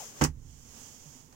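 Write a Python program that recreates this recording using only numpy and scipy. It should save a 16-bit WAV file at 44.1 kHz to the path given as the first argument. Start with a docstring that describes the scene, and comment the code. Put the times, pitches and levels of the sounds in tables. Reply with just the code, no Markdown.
"""Inside a parked car, a tiny squeak opens a faint hiss like sliding cloth, over a low rumble.
At 0.21 s a stiff plastic part gives way with one low clunk, and its catch snaps home 30 ms later.
The panels and the cabin boom, and the car body shudders for a moment.
The hiss dips, then swells again among a few soft bumps, and a faint tick comes last."""
import sys
import numpy as np
from scipy.fft import rfft, irfft, next_fast_len
from scipy.io import wavfile

SR = 44100
rng = np.random.default_rng(int(sys.argv[2]) if len(sys.argv) > 2 else 0)


def inscribe(sig):
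    """Save sig as 16-bit PCM at rate SR to the path in sys.argv[1].

    A 1-D sig is mono; a 2-D sig holds one channel per row.
    Samples are clipped to [-1, 1] before scaling.
    """
    pcm = np.round(np.clip(np.atleast_2d(sig).T, -1, 1) * 32767)
    wavfile.write(sys.argv[1], SR, pcm.astype(np.int16))


N = 59535


def amp(db):
    """Decibels to gain."""
    return 10 ** (np.asarray(db) / 20)


def unit(x):
    """Scale to rms 1."""
    return x / np.sqrt(np.mean(x ** 2) + 1e-20)


def along(points, hz):
    """Read (Hz, value) points on a log axis."""
    freqs, values = np.transpose(points)
    return np.interp(np.log(hz + 1), np.log(freqs + 1), values)


def since(start_s):
    """Seconds since a moment, zero before it."""
    return np.maximum(np.arange(N) / SR - start_s, 0)


def fade(t, rise_s, t60_s):
    """A smooth attack and an exponential decay."""
    return (1 - np.exp(-t / rise_s)) * np.exp(-np.log(1000) * t / t60_s)


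def pan(db):
    """Left and right gains of mean 1; positive dB leans left."""
    gains = amp(np.array([np.atleast_1d(db), -np.atleast_1d(db)]) / 2)
    return gains / gains.mean(axis=0)


def filtered(x, response):
    """Equalise x with a gain that depends on frequency."""
    size = next_fast_len(N + SR // 2)
    return irfft(rfft(x, size) * response(np.fft.rfftfreq(size, 1 / SR)), size)[..., :N]


# Stereo image of the noises: freq_hz, left_right_correlation
STEREO_IMAGE = [(60, 1), (250, 0.84), (600, 0.38), (1000, -0.19), (1400, 0.0045), (2200, -0.091),
                (15000, 0.076)]

def noise(spectrum):
    """Stereo noise of rms 1, narrow in the bass and wide in the treble."""
    def mid_side_gains(hz):
        width = np.arccos(np.clip(along(STEREO_IMAGE, hz), -1, 1)) / 2
        return amp(along(spectrum, hz)) * [np.cos(width), np.sin(width)]
    mid, side = filtered(rng.standard_normal((2, N)), mid_side_gains)
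    return unit(np.array([mid + side, mid - side]))


# Dark tone of the cabin bed: freq_hz, level_db
RUMBLE_EQ = [(20, 0), (45, -15), (70, 0), (100, -2.5), (145, -0.5), (195, -7.5), (242, 1), (300, -8),
             (500, -19), (1000, -55)]

def rumble():
    """A steady low bed in the cabin, leaning right."""
    return amp(-59) * pan(-10) * noise(RUMBLE_EQ)


# Bright and dull layers of the slide: freq_hz, level_db
HISS_EQ = [(250, -19.5), (900, -14), (1500, -16), (2400, -16), (3200, -10.5), (3900, -19.5), (5100, -8),
           (6700, 0), (7500, -5.5), (8800, -16), (12000, -20), (15500, -17.5)]
RUB_EQ = [(150, -24.5), (480, -0.5), (650, -5.5), (900, -1.5), (1400, -10), (3000, -13), (6000, -17.5)]
# Fader and pan moves of the slide: time_s, hiss_db, rub_db, pan_db
SLIDE_MOVES = [(0, -43.5, -47, 4.5), (.09, -47, -58, 2.5), (.14, -53.5, -57, -0.5), (.2, -47.5, -51, 1.5),
               (.33, -75, -71, -12), (.41, -67, -70, -11), (.5, -59, -71.5, -10.5), (.64, -57, -66, -7.5),
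               (.76, -51.5, -58, -11.5), (.84, -49.5, -61, -10.5), (.98, -54, -64.5, -9),
               (1.171, -55, -62, -12.5), (1.291, -64, -66, -10.5), (1.35, -63.5, -61, -5)]

def slide():
    """A bright hiss and a duller rub drift from left to right."""
    times, *columns = np.transpose(SLIDE_MOVES)
    hiss_db, rub_db, pan_db = [np.interp(since(0), times, column) for column in columns]
    hiss = amp(hiss_db) * pan(pan_db) * noise(HISS_EQ)
    rub = amp(rub_db) * pan(pan_db / 2) * noise(RUB_EQ)
    return hiss + rub


def squeak():
    """A faint rubbing squeak that falls in pitch as it dies."""
    length_s, start_hz, fall_hz_per_s = 0.073, 920, 8500
    t = since(0)
    hz = start_hz - fall_hz_per_s * np.minimum(t, length_s)
    release = np.clip((length_s - t) / 0.016, 0, 1)
    envelope = fade(t, rise_s=0.0018, t60_s=0.22) * release
    return amp(-43.5) * pan(3) * envelope * np.sin(2 * np.pi * np.cumsum(hz) / SR)


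# Soft bumps after the clunk: start_s, pitch_hz, level_db
SOFT_BUMPS = [(0.428, 134, -51), (0.484, 69.5, -43.5), (0.541, 145, -58), (0.681, 70.2, -44.5),
              (0.734, 226.6, -48.5), (1.053, 146.7, -41.5), (1.149, 251.6, -45)]

def bumps():
    """Soft nudges, each waking one low cabin resonance."""
    def bump(t, hz):
        return fade(t, rise_s=0.014, t60_s=0.16) * np.sin(2 * np.pi * hz * t)
    return pan(-9) * sum(amp(db) * bump(since(start), hz) for start, hz, db in SOFT_BUMPS)


# Sub-heavy tone of the shaking body: freq_hz, level_db
SHUDDER_EQ = [(14, -24), (31, -0.5), (45, -1.5), (70, -6), (100, -6), (145, -6.5), (185, -33), (400, -69)]

def shudder(t):
    """The car body keeps trembling after the first shove."""
    return amp(-33) * pan(-9) * fade(t, rise_s=0.13, t60_s=0.97) * noise(SHUDDER_EQ)


# Modes of the plastic part: pitch_hz, level_db, t60_s, pan_db, left_lead_rad
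PLASTIC_MODES = [(785, -3, .12, -2, .9), (857, -2, .12, -3, .9), (915, -2, .14, -6, .6),
                 (1209, -3, .14, -9, 2.8), (1297, -2, .13, -8, 2.6), (1571, -5, .15, -6, 1.8),
                 (1728, -9, .14, -4, .5), (1928, -7, .15, -3, -.3), (2270, -12, .13, -4, -2),
                 (2975, -14, .14, -4, 2.4)]

def plastic_ring(t):
    """The first shove makes the plastic part ring briefly."""
    ring = np.zeros((2, N))
    for hz, db, t60, pan_db, lead in PLASTIC_MODES:
        phase = 2 * np.pi * hz * t + np.array([[lead], [-lead]]) / 2
        ring += amp(db) * pan(pan_db) * fade(t, rise_s=0.0014, t60_s=t60) * np.sin(phase)
    return amp(-31) * ring


def contact_envelope(t, rise_s, t60_s, tail_db):
    """A sharp hit that the cabin prolongs with a short tail."""
    return fade(t, rise_s, t60_s) + amp(tail_db) * fade(t, rise_s, t60_s=0.096)


# Midrange body of a contact: freq_hz, level_db
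KNOCK_EQ = [(150, -14), (400, 3.5), (620, -3), (850, 3.5), (1300, -1.5), (2000, -3.5), (2900, -9),
            (3750, -19), (5000, -21), (8000, -37.5)]

def knock(t):
    """The dull burst of a contact."""
    envelope = contact_envelope(t, rise_s=0.0022, t60_s=0.021, tail_db=-4.5)
    return pan(-6.5) * envelope * noise(KNOCK_EQ)


# Crisp top of a contact: freq_hz, level_db
CLICK_EQ = [(1000, -64), (2700, -8.5), (3700, -20.5), (4700, -6.5), (6400, 0.5), (7400, -3.5), (9000, -11),
            (12000, -17), (15500, -14.5)]

def click(t, shelf_db):
    """The crack of hard edges meeting; a high shelf sets its brightness."""
    shelf_hz = 9300
    crack = filtered(noise(CLICK_EQ), lambda hz: amp(shelf_db / (1 + (shelf_hz / (hz + 1)) ** 6)))
    return contact_envelope(t, rise_s=0.0018, t60_s=0.015, tail_db=-13.5) * unit(crack)


# Hard edges meeting: start_s, knock_db, click_db, click_pan_db, click_shelf_db
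CONTACTS = [(0.2112, -20.5, -25, 10, -11), (0.2176, -21.5, -19.5, 1, -3), (0.2225, -32.5, -32.5, 1, 2),
            (0.23, -45.5, -27, 9, 0), (0.2379, -37.5, -12.5, -2, -2), (0.2455, -24.5, -19.5, 0.5, -3),
            (1.325, -56.5, -48, -12, -15)]

def clacks():
    """The first contact mostly knocks, the catch mostly clicks, and a faint tick comes late."""
    return sum(amp(knock_db) * knock(since(start))
               + amp(click_db) * pan(pan_db) * click(since(start), shelf_db)
               for start, knock_db, click_db, pan_db, shelf_db in CONTACTS)


# Modes of the panels and cabin air: pitch_hz, level_db, t60_s, rise_s, pan_db
CABIN_MODES = [(69.2, -11.5, 0.43, 0.018, -8.5), (80.7, 4, 0.15, 0.023, -9),
               (149.5, 3.5, 0.15, .0046, -5.5), (236.8, 1.5, 0.19, 0.016, -8), (259.6, 7, 0.11, 0.012, -14),
               (310.4, 3, 0.16, 0.0091, -11), (394, -7, .108, 0.0017, -15), (507, -7, 0.074, 0.0007, 6)]
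# Heavy shoves of the part against its mount: start_s, level_db
SHOVES = [(0.2112, -19), (0.2248, -29.5), (0.239, -29)]

def boom():
    """Each shove sets panels and cabin air swinging up and ringing low."""
    def ring(t):
        return sum(amp(db) * pan(pan_db) * fade(t, rise, t60) * np.sin(2 * np.pi * hz * t)
                   for hz, db, t60, rise, pan_db in CABIN_MODES)
    return amp(-1.5) * sum(amp(db) * ring(since(start)) for start, db in SHOVES)


def scene():
    """The clunk and the small sounds over the cabin's low rumble."""
    after_shove = since(SHOVES[0][0])
    bed = rumble()
    clunk = boom() + plastic_ring(after_shove) + clacks() + shudder(after_shove)
    return bed + slide() + squeak() + bumps() + clunk


def record(dry):
    """A brick-wall high cut at 16 kHz."""
    return filtered(dry, lambda hz: hz < 16000)


dry = scene()
out = record(dry)
inscribe(out)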